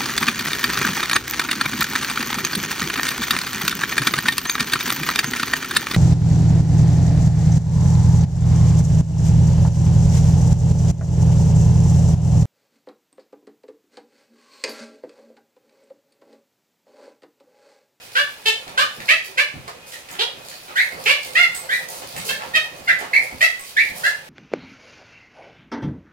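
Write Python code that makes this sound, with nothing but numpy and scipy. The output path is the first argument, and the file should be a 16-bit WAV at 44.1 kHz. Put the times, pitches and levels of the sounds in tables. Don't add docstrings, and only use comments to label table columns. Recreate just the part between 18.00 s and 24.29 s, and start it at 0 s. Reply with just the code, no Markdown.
import sys
import numpy as np
from scipy import signal
from scipy.fft import rfft, irfft, next_fast_len
from scipy.io import wavfile

SR = 44100
rng = np.random.default_rng(int(sys.argv[2]) if len(sys.argv) > 2 else 0)


def dump_mix(stems):
    frames = np.atleast_2d(stems).T
    limited = np.clip(frames, -1, 1)
    pcm = np.round(limited * 32767).astype(np.int16)
    wavfile.write(sys.argv[1], SR, pcm)


N = 277389

# start_s, length_s, attack_s, pitch_hz, glide_ratio, level_db, swell_db, roughness_ratio,
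# low_db, mouth_hz, upper_hz, upper_db (throat resonances), bite_db (treble of a pressed voice)
YIP_CALLS = [ (.148, 0.064, 0.0083, 554, .17, -16.5, -0.5, 0.29, -25, 1557, 2930, -10.5, -11.5),
             (.453, 0.039, 0.008, 452.5, -0.064, -15.5, 1, 0.29, -4.5, 1750, 2950, 11.5, 11),
             (.771, 0.066, 0.0098, 578.3, 0.18, -16.5, -6, 0.23, -24.5, 1460, 3000, -11, -7.5),
             (1.079, 0.052, 0.0088, 614, 0.25, -12.5, -3.5, 0.23, -14.5, 1800, 2270, 12, 2.5),
             (1.369, .045, .013, 560, 0.17, -15.5, 0.5, 0.34, -11.5, 1600, 2280, 8.5, 1),
             (1.672, 0.051, 0.01, 535, -0.18, -36.5, -41, 0.92, -2, 1136, 1950, -5, 5),
             (2.182, 0.046, .012, 435.7, 0.33, -20, 6, 0.33, 3, 1700, 3300, 16, 7),
             (3.053, 0.066, 0.0084, 520, 0.38, -14, 3, 0.4, 3, 1640, 2430, 21, 14),
             (3.349, 0.1, 0.008, 690.2, .05, -13, -2.5, 0.22, -37, 1760, 2200, 1, -10),
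             (4.282, 0.046, 0.0088, 546, .06, -24.5, -23, 0.84, -9, 1570, 2900, 5, 7),
             (4.543, .033, 0.018, 645.5, -.13, -15, -15, 0.46, -25.5, 1740, 2670, 1.5, -5.5),
             (4.869, 0.042, .02, 699.3, -.16, -16, -6, 0.45, -35.5, 1900, 2200, -23, -18.5),
             (5.403, 0.051, 0.012, 658.4, .04, -13, -3.5, 0.71, -25.5, 1980, 2530, -14.5, -7.5),
             (6.037, 0.063, 0.0083, 688, -0.044, -28, -7, 0.78, -12.5, 1680, 2930, 2, 9.5)]
# start_s, length_s, pitch_hz, glide_ratio, level_db, swell_db,
# flutter_hz, sideband_ratio, overtone_db
SQUEAL_CALLS = [ (2.753, .066, 1839, 0.5, -16.5, -1.5, 394.4, .3, -11),
                (3.687, .068, 1794, 0.31, -19.5, 1, 420, 0.33, -11.5),
                (4.29, 0.043, 1720, 0.063, -29.5, 13, 443, .3, -16),
                (4.533, 0.025, 1845, 0.012, -19.5, 14, 670, 0.24, -9),
                (4.88, 0.037, 1758, 0.41, -17, -10, 595, 0.26, -15.5),
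                (5.13, 0.022, 2151, 0.13, -14.5, -9, 430, 0.37, -18.5),
                (5.159, 0.018, 2274, 0.267, -12.5, -35, 450, 0.05, -19.5),
                (5.763, .054, 2051, .45, -14, -5, 397.5, 0.24, -16),
                (6.03, .044, 1609, 0.25, -16.5, 6.5, 328, 0.35, -22.5)]
# start_s, length_s, pitch_hz, glide_ratio, level_db
WHIMPER_CALLS = [(1.275, 0.037, 382, 0.11, -48), (1.73, 0.035, 494, .04, -49),
                 (1.934, 0.0093, 1954, .04, -37), (4.25, 0.056, 454, 0.049, -39),
                 (4.39, 0.118, 507, 0.18, -46), (5.09, 0.073, 523, -.1, -46),
                 (5.21, 0.13, 504, -0.013, -49.5)]
# time_s, left_minus_right_db
VOICE_PAN = [(0, .3), (1.1, -1.5), (2.2, -2), (6.29, -2.5)]
# start_s, level_db, floor_hz
LANDINGS = [(0.668, -48, 172), (0.983, -46, 193), (1.54, -39, 140), (1.572, -46.5, 128), (2.108, -51, 161),
            (3.0, -54, 191), (4.164, -40.5, 162), (4.30, -44.5, 191), (5.325, -44.5, 154),
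            (5.898, -48, 161)]
# start_s, length_s, level_db, centre_hz
SLIDES = [(1.863, .13, -47, 6960), (1.916, 0.038, -40, 3080), (2.087, 0.077, -42.5, 940),
          (2.679, 0.046, -41, 1010), (2.756, .12, -47, 11000), (3.704, 0.072, -41, 8400),
          (3.882, 0.12, -40, 6900), (4.015, 0.0098, -34, 1000), (4.153, 0.062, -46, 12000),
          (4.245, 0.061, -35, 7200), (4.388, 0.078, -37.5, 1130), (4.984, .023, -40, 6000),
          (4.996, 0.058, -35, 770), (5.218, 0.027, -39.5, 5770), (5.956, 0.052, -39.5, 10000)]
# start_s, level_db, centre_hz
CLAW_TAPS = [(.678, -31, 2300), (1.003, -27.5, 2080), (2.088, -33, 2380), (2.113, -31.5, 8710),
             (2.514, -34, 1940), (4.029, -37, 4200), (4.164, -25.5, 2280), (4.2, -28, 2400),
             (4.99, -31, 1880)]
# start_s, level_db
LOW_KNOCKS = [(4.139, -42), (4.463, -40), (4.793, -45), (4.913, -44.5)]
# start_s, level_db
CAGE_BUMPS = [(2.088, -46), (3.255, -39), (3.547, -29.5), (4.108, -50), (4.166, -34), (5.593, -37.5)]
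# mode_hz, level_db, t60_s
WIRE_MODES = [(1113, 5.5, 0.16), (2140, 12, 0.11), (4470, -12.5, .2), (5600, 0, 0.13), (8000, -11, 0.2),
              (8100, 17.5, 0.11), (10100, -11.5, 0.45), (11600, -2.5, 0.51), (12770, -12, 0.26)]
# time_s, pads_db, coats_db
SCRAMBLE_EFFORT = [(0.0, -59.5, -46), (0.7, -43.5, -49.5), (1.03, -45.5, -39), (1.15, -53.5, -45),
                   (1.63, -53, -63), (1.94, -53, -75), (2.1, -56, -48), (2.26, -44.5, -51.5),
                   (2.59, -53, -47), (2.99, -39.5, -42), (3.24, -46, -43), (4.47, -40.5, -41),
                   (4.66, -46, -46.5), (5.31, -42, -45), (5.55, -67, -43), (5.87, -45.5, -41),
                   (6.04, -41.5, -39), (6.29, -48.5, -52)]
# freq_hz, level_db
PAD_SPECTRUM = [(60, -43), (150, -1.5), (300, -21.5), (520, 2.5), (1000, -4.5), (2000, -15.5), (5000, -36)]
# freq_hz, level_db
COAT_SPECTRUM = [(1000, -30), (2500, -1), (4500, 6), (7000, -1.5), (10000, -0.5), (13000, -3), (16000, -1)]
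# freq_hz, level_db
VENT_SPECTRUM = [(20, -13), (65, -10), (130, -4.5), (300, -9.5), (500, -3.5), (1200, -8), (2500, -4.5),
                 (5000, -13), (10000, -18), (16000, -25)]
# left_delay_s, right_delay_s, gain_db
EARLY_ECHOES = [(.0029, .0026, -6), (.0074, .0083, -9.5), (0.017, 0.014, -2), (0.0362, .0369, -18)]
# freq_hz, t60_s
ROOM_DECAY = [(100, 0.36), (500, 0.27), (2000, 0.34), (6000, 0.35), (15000, 0.27)]

TOP_HZ = 15900


def yips(jitter=0.019, shimmer=0.78, rasp=0.9, low_hz=580, nasal_hz=860, ring_hz=4200, edge_hz=5800):
    out = np.zeros(N)
    for (start_s, length_s, attack_s, pitch_hz, glide, db, swell_db, rough,
         low_db, mouth_hz, upper_hz, upper_db, bite_db) in YIP_CALLS:
        arch = 0.0023 + 0.814 * length_s
        phase, pressure = cry(length_s, pitch_hz, glide, arch, swell_db, jitter * rough,
                              attack_s, release_s=0.013, sag=0.17, scoop=0.0899)
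        pulses = folds(phase, pressure, int(TOP_HZ / pitch_hz))
        pulses *= 1 + shimmer * rough * wobble(len(phase), rate_hz=500)
        air = rng.standard_normal(len(phase)) * (1 + np.cos(phase))
        air = shape(air, lambda f: np.minimum(f / 3000, 2) ** 0.75)
        # centre_hz, q, gain_db
        modes = [(mouth_hz, 4.2, 0), (upper_hz, 2.4, upper_db),
                 (low_hz, 1.0, low_db), (nasal_hz, 0.92, low_db - 7),
                 (ring_hz, 3.7, bite_db - 11.5), (edge_hz, 0.79, bite_db - 17.5)]
        throat = lambda f: sum(undb(gain_db) * resonance(f, hz, q) for hz, q, gain_db in modes)
        cavity = lambda f: undb(-4 * resonance(f, 6300, q=1.5))
        source = (pulses + rasp * rough * air) * pressure
        add(out, start_s, level(ring_through(source, lambda f: throat(f) * cavity(f)), db))
    return out


def cry(length_s, pitch_hz, glide, arch, swell_db, jitter, attack_s, release_s=0.011,
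        sag=0.2, scoop=0, scoop_s=0.01208):
    t = clock(length_s + release_s)
    from_mid = np.minimum(t / length_s, 1) - .5
    bow = 1 / 3 - (2 * from_mid) ** 2
    hz = pitch_hz * (1 + glide * from_mid + arch * bow - scoop * np.exp(-t / scoop_s))
    hz *= 1 - sag * np.clip((t - length_s) / release_s + .5, 0, 1) ** 2
    hz *= 1 + jitter * wobble(len(t), rate_hz=674)
    pressure = gate(t, length_s, attack_s, release_s) * undb(swell_db * from_mid)
    return 2 * np.pi * np.cumsum(hz) / SR, pressure


def folds(phase, pressure, count, slack_db_per_octave=-3):
    orders = np.arange(1, count)[:, None]
    tension = np.minimum(pressure / np.quantile(pressure, .7), 1)
    gains = undb(slack_db_per_octave * (1.5 - tension) * np.log2(orders))
    return level((gains * np.cos(orders * phase)).sum(axis=0), 0)


def squeals(mouth_rest_hz=1980, mouth_follow=0.17, throat_hz=3650):
    out = np.zeros(N)
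    for start_s, length_s, pitch_hz, glide, db, swell_db, flutter_hz, depth, overtone_db in SQUEAL_CALLS:
        phase, pressure = cry(length_s, pitch_hz, glide, arch=0.036, swell_db=swell_db,
                              jitter=0.014, attack_s=0.0082, sag=0.0061)
        fold_hz = flutter_hz * (1 + 0.129 * wobble(len(phase), rate_hz=326))
        pressure *= 1 + 2 * depth * np.cos(2 * np.pi * np.cumsum(fold_hz) / SR)
        mouth_hz = mouth_rest_hz + mouth_follow * (pitch_hz - mouth_rest_hz)
        mouth = lambda f: resonance(f, mouth_hz, q=1.43) / (1 + (1400 / f) ** 10)
        tone = shape(np.sin(phase) * pressure, mouth)
        hiss = level(band(rng.standard_normal(len(phase)), 2540, q=0.33), -12)
        buzz = band(np.sin(2 * phase) + undb(-6) * np.sin(3 * phase), throat_hz, q=3.2)
        add(out, start_s, level(tone, db) + level((buzz + hiss) * pressure, db + overtone_db))
    return out


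def whimpers(octave_db=-12):
    out = np.zeros(N)
    for start_s, length_s, pitch_hz, glide, db in WHIMPER_CALLS:
        phase, pressure = cry(length_s, pitch_hz, glide, arch=0, swell_db=0, jitter=0.043, attack_s=0.018)
        tone = np.sin(phase) + undb(octave_db) * np.sin(2 * phase)
        add(out, start_s, level(tone * pressure, db))
    return out


def thumps(decay_s=0.013, boom_db=-13, slap_db=-26, trim_db=-5):
    out, t = np.zeros(N), clock(0.15)
    for start_s, db, hz in LANDINGS:
        blow = rng.standard_normal(len(t)) * np.exp(-t / decay_s)
        floor = lambda f: (resonance(f, hz, q=2.2) + undb(boom_db) * resonance(f, hz / 2, q=2.0)
                           + undb(slap_db) * resonance(f, 650, q=1.0))
        add(out, start_s, level(shape(blow, floor), db + trim_db))
    return out


def scuffs(grain_db=5.5, trim_db=-3):
    out = np.zeros(N)
    for start_s, length_s, db, hz in SLIDES:
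        t = clock(length_s * 2)
        rub = rng.standard_normal(len(t)) * undb(grain_db * wobble(len(t), rate_hz=510))
        stroke = gate(t, length_s, attack_s=0.0028, release_s=length_s / 2) * np.exp(-.7 * t / length_s)
        add(out, start_s, level(band(rub * stroke, hz, q=0.52), db + trim_db))
    return out


def taps(decay_s=0.0024, trim_db=-11):
    out, t = np.zeros(N), clock(.03)
    for start_s, db, hz in CLAW_TAPS:
        click = rng.standard_normal(len(t)) * np.exp(-t / decay_s)
        add(out, start_s, level(ring_through(click, lambda f: resonance(f, hz, q=0.58)), db + trim_db))
    return out


def knocks(decay_s=0.0015, steps_per_s=9, scatter_db=3, trim_db=-6.5):
    pads_db, _ = effort()
    step_samples = rng.integers(0, N, int(steps_per_s * N / SR))
    step_db = pads_db[step_samples] + scatter_db * rng.standard_normal(len(step_samples))
    knock = ring_through(np.exp(-clock(.03) / decay_s), lambda f: resonance(f, 283, q=0.39))
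    out = np.zeros(N)
    for start_s, db in LOW_KNOCKS + list(zip(step_samples / SR, step_db)):
        add(out, start_s, level(knock, db + trim_db))
    return out


def cage(detune=0.0133, rattle_decay_s=0.01, tick_decay_s=0.0074, trim_db=-10):
    out, t = np.zeros(N), clock(.25)
    for start_s, db in CAGE_BUMPS:
        ring = sum(undb(mode_db - 60 * t / t60_s) * np.sin(2 * np.pi * hz * (1 + detune * offset) * t)
                   for hz, mode_db, t60_s in WIRE_MODES for offset in rng.standard_normal(3))
        contacts = rng.standard_normal(len(t)) ** 5 * np.exp(-t / rattle_decay_s)
        rattle = signal.fftconvolve(contacts, ring)[:len(t)]
        tick = rng.standard_normal(len(t)) * np.exp(-t / tick_decay_s)
        add(out, start_s, level(level(rattle, 0) + level(tick, -2), db + trim_db))
    return out


def scramble(patter_db=4, claw_db=7, stroke_db=3.5, trim_db=-2):
    pads_db, coats_db = effort()
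    pads = rng.standard_normal(N) * undb(patter_db * wobble(N, rate_hz=60))
    coats = rng.standard_normal(N)
    coats *= undb(claw_db * wobble(N, rate_hz=420) + stroke_db * wobble(N, rate_hz=20))
    return (undb(pads_db) * level(colour(pads, PAD_SPECTRUM), trim_db)
            + undb(coats_db) * level(colour(coats, COAT_SPECTRUM), trim_db))


def effort():
    time_s, pads_db, coats_db = np.transpose(SCRAMBLE_EFFORT)
    return [np.interp(np.arange(N) / SR, time_s, db) for db in (pads_db, coats_db)]


def ventilation(rush_db=-45, whine_hz=2490, whine_db=-54.5):
    rush = level(colour(diffuse(N), VENT_SPECTRUM), rush_db)
    return rush + level(band(diffuse(N), whine_hz, q=94), whine_db)


def roaming(x, wet_db, new_spot_gap_s=.15):
    starts_s = np.sort([call[0] for call in YIP_CALLS + SQUEAL_CALLS])
    moves_s = starts_s[1:][np.diff(starts_s) > new_spot_gap_s]
    cuts = [0, *(moves_s * SR).astype(int), N]
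    out = np.zeros((2, N))
    for begin, end in zip(cuts, cuts[1:]):
        for track, heard in zip(out, room(x[begin:end], wet_db)):
            add(track, begin / SR, heard)
    return out


def room(x, wet_db, left_lag_s=0.0004, predelay_s=0.004, build_s=0.01):
    t = clock(.6)
    noise, tail = diffuse(len(t)), 0
    for band_hz, t60_s in ROOM_DECAY:
        share = [(hz, hz == band_hz) for hz, _ in ROOM_DECAY]
        tail += shape(noise, lambda f: along(f, share)) * undb(-60 * t / t60_s)
    tail *= np.clip((t - predelay_s) / build_s, 0, 1)
    response = level(tail, wet_db) / np.sqrt(len(t))
    for left_s, right_s, db in [(left_lag_s, 0, 0)] + EARLY_ECHOES:
        response[0, round(left_s * SR)] += undb(db)
        response[1, round(right_s * SR)] += undb(db)
    return signal.fftconvolve(x[None], response, axes=1)[:, :N]


def diffuse(size, alike_hz=750):
    mid, side = rng.standard_normal((2, size))
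    alike = lambda f: .8 / (1 + (f / alike_hz) ** 4)
    mid = shape(mid, lambda f: np.sqrt(1 + alike(f)))
    side = shape(side, lambda f: np.sqrt(1 - alike(f)))
    return np.array([mid + side, mid - side])


def undb(db):
    return 10 ** (np.asarray(db) / 20)


def level(x, db):
    return x * undb(db) / np.sqrt(np.mean(x ** 2) + 1e-18)


def clock(length_s):
    return np.arange(int(length_s * SR)) / SR


def add(track, start_s, x):
    i = max(int(start_s * SR), 0)
    track[i:i + len(x)] += x[:max(N - i, 0)]


def wobble(size, rate_hz):
    at = np.arange(size) * rate_hz / SR
    knots = rng.standard_normal(int(at[-1]) + 2)
    return np.interp(at, np.arange(len(knots)), knots) * np.sqrt(3 / 2)


def gate(t, length_s, attack_s, release_s):
    opening = np.sin(np.pi / 2 * np.clip(t / attack_s, 0, 1)) ** 2
    closing = np.sin(np.pi / 2 * np.clip((length_s - t) / release_s + .5, 0, 1)) ** 2
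    return opening * closing


def along(f, points):
    hz, value = np.transpose(points)
    return np.interp(np.log(f), np.log(hz), value)


def resonance(f, hz, q):
    return 1 / (1 + (q * (f / hz - hz / f)) ** 2)


def shape(x, gain):
    n = next_fast_len(x.shape[-1] + 1024)
    f = np.maximum(np.arange(n // 2 + 1) * SR / n, 1)
    return irfft(rfft(x, n) * gain(f), n)[..., :x.shape[-1]]


def band(x, hz, q):
    return shape(x, lambda f: resonance(f, hz, q))


def colour(x, spectrum):
    return shape(x, lambda f: undb(along(f, spectrum)))


def ring_through(x, gain, size=2048):
    f = np.maximum(np.arange(size // 2 + 1) * SR / size, 1)
    cepstrum = irfft(np.log(gain(f) + 1e-5))
    cepstrum[1:size // 2] *= 2
    cepstrum[size // 2 + 1:] = 0
    return signal.fftconvolve(x, irfft(np.exp(rfft(cepstrum))))[:len(x)]


def scene(voice_db=-3, contact_db=-2, right_db=2):
    pan_db = np.interp(np.arange(N) / SR, *np.transpose(VOICE_PAN))
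    sides = np.array([[.5], [-.5]])
    voices = roaming(yips() + squeals() + whimpers(), wet_db=0.5) * undb(voice_db + sides * pan_db)
    contacts = room(thumps() + scuffs() + taps() + knocks() + cage() + scramble(), wet_db=4)
    return voices + (contacts * undb(contact_db) + ventilation()) * undb(-sides * right_db)


def record(dry, ceiling=0.9):
    rounded = dry / (1 + (dry / ceiling) ** 8) ** (1 / 8)
    return signal.sosfilt(signal.ellip(10, .2, 70, TOP_HZ, fs=SR, output="sos"), rounded)


dry = scene()
out = record(dry)
dump_mix(out)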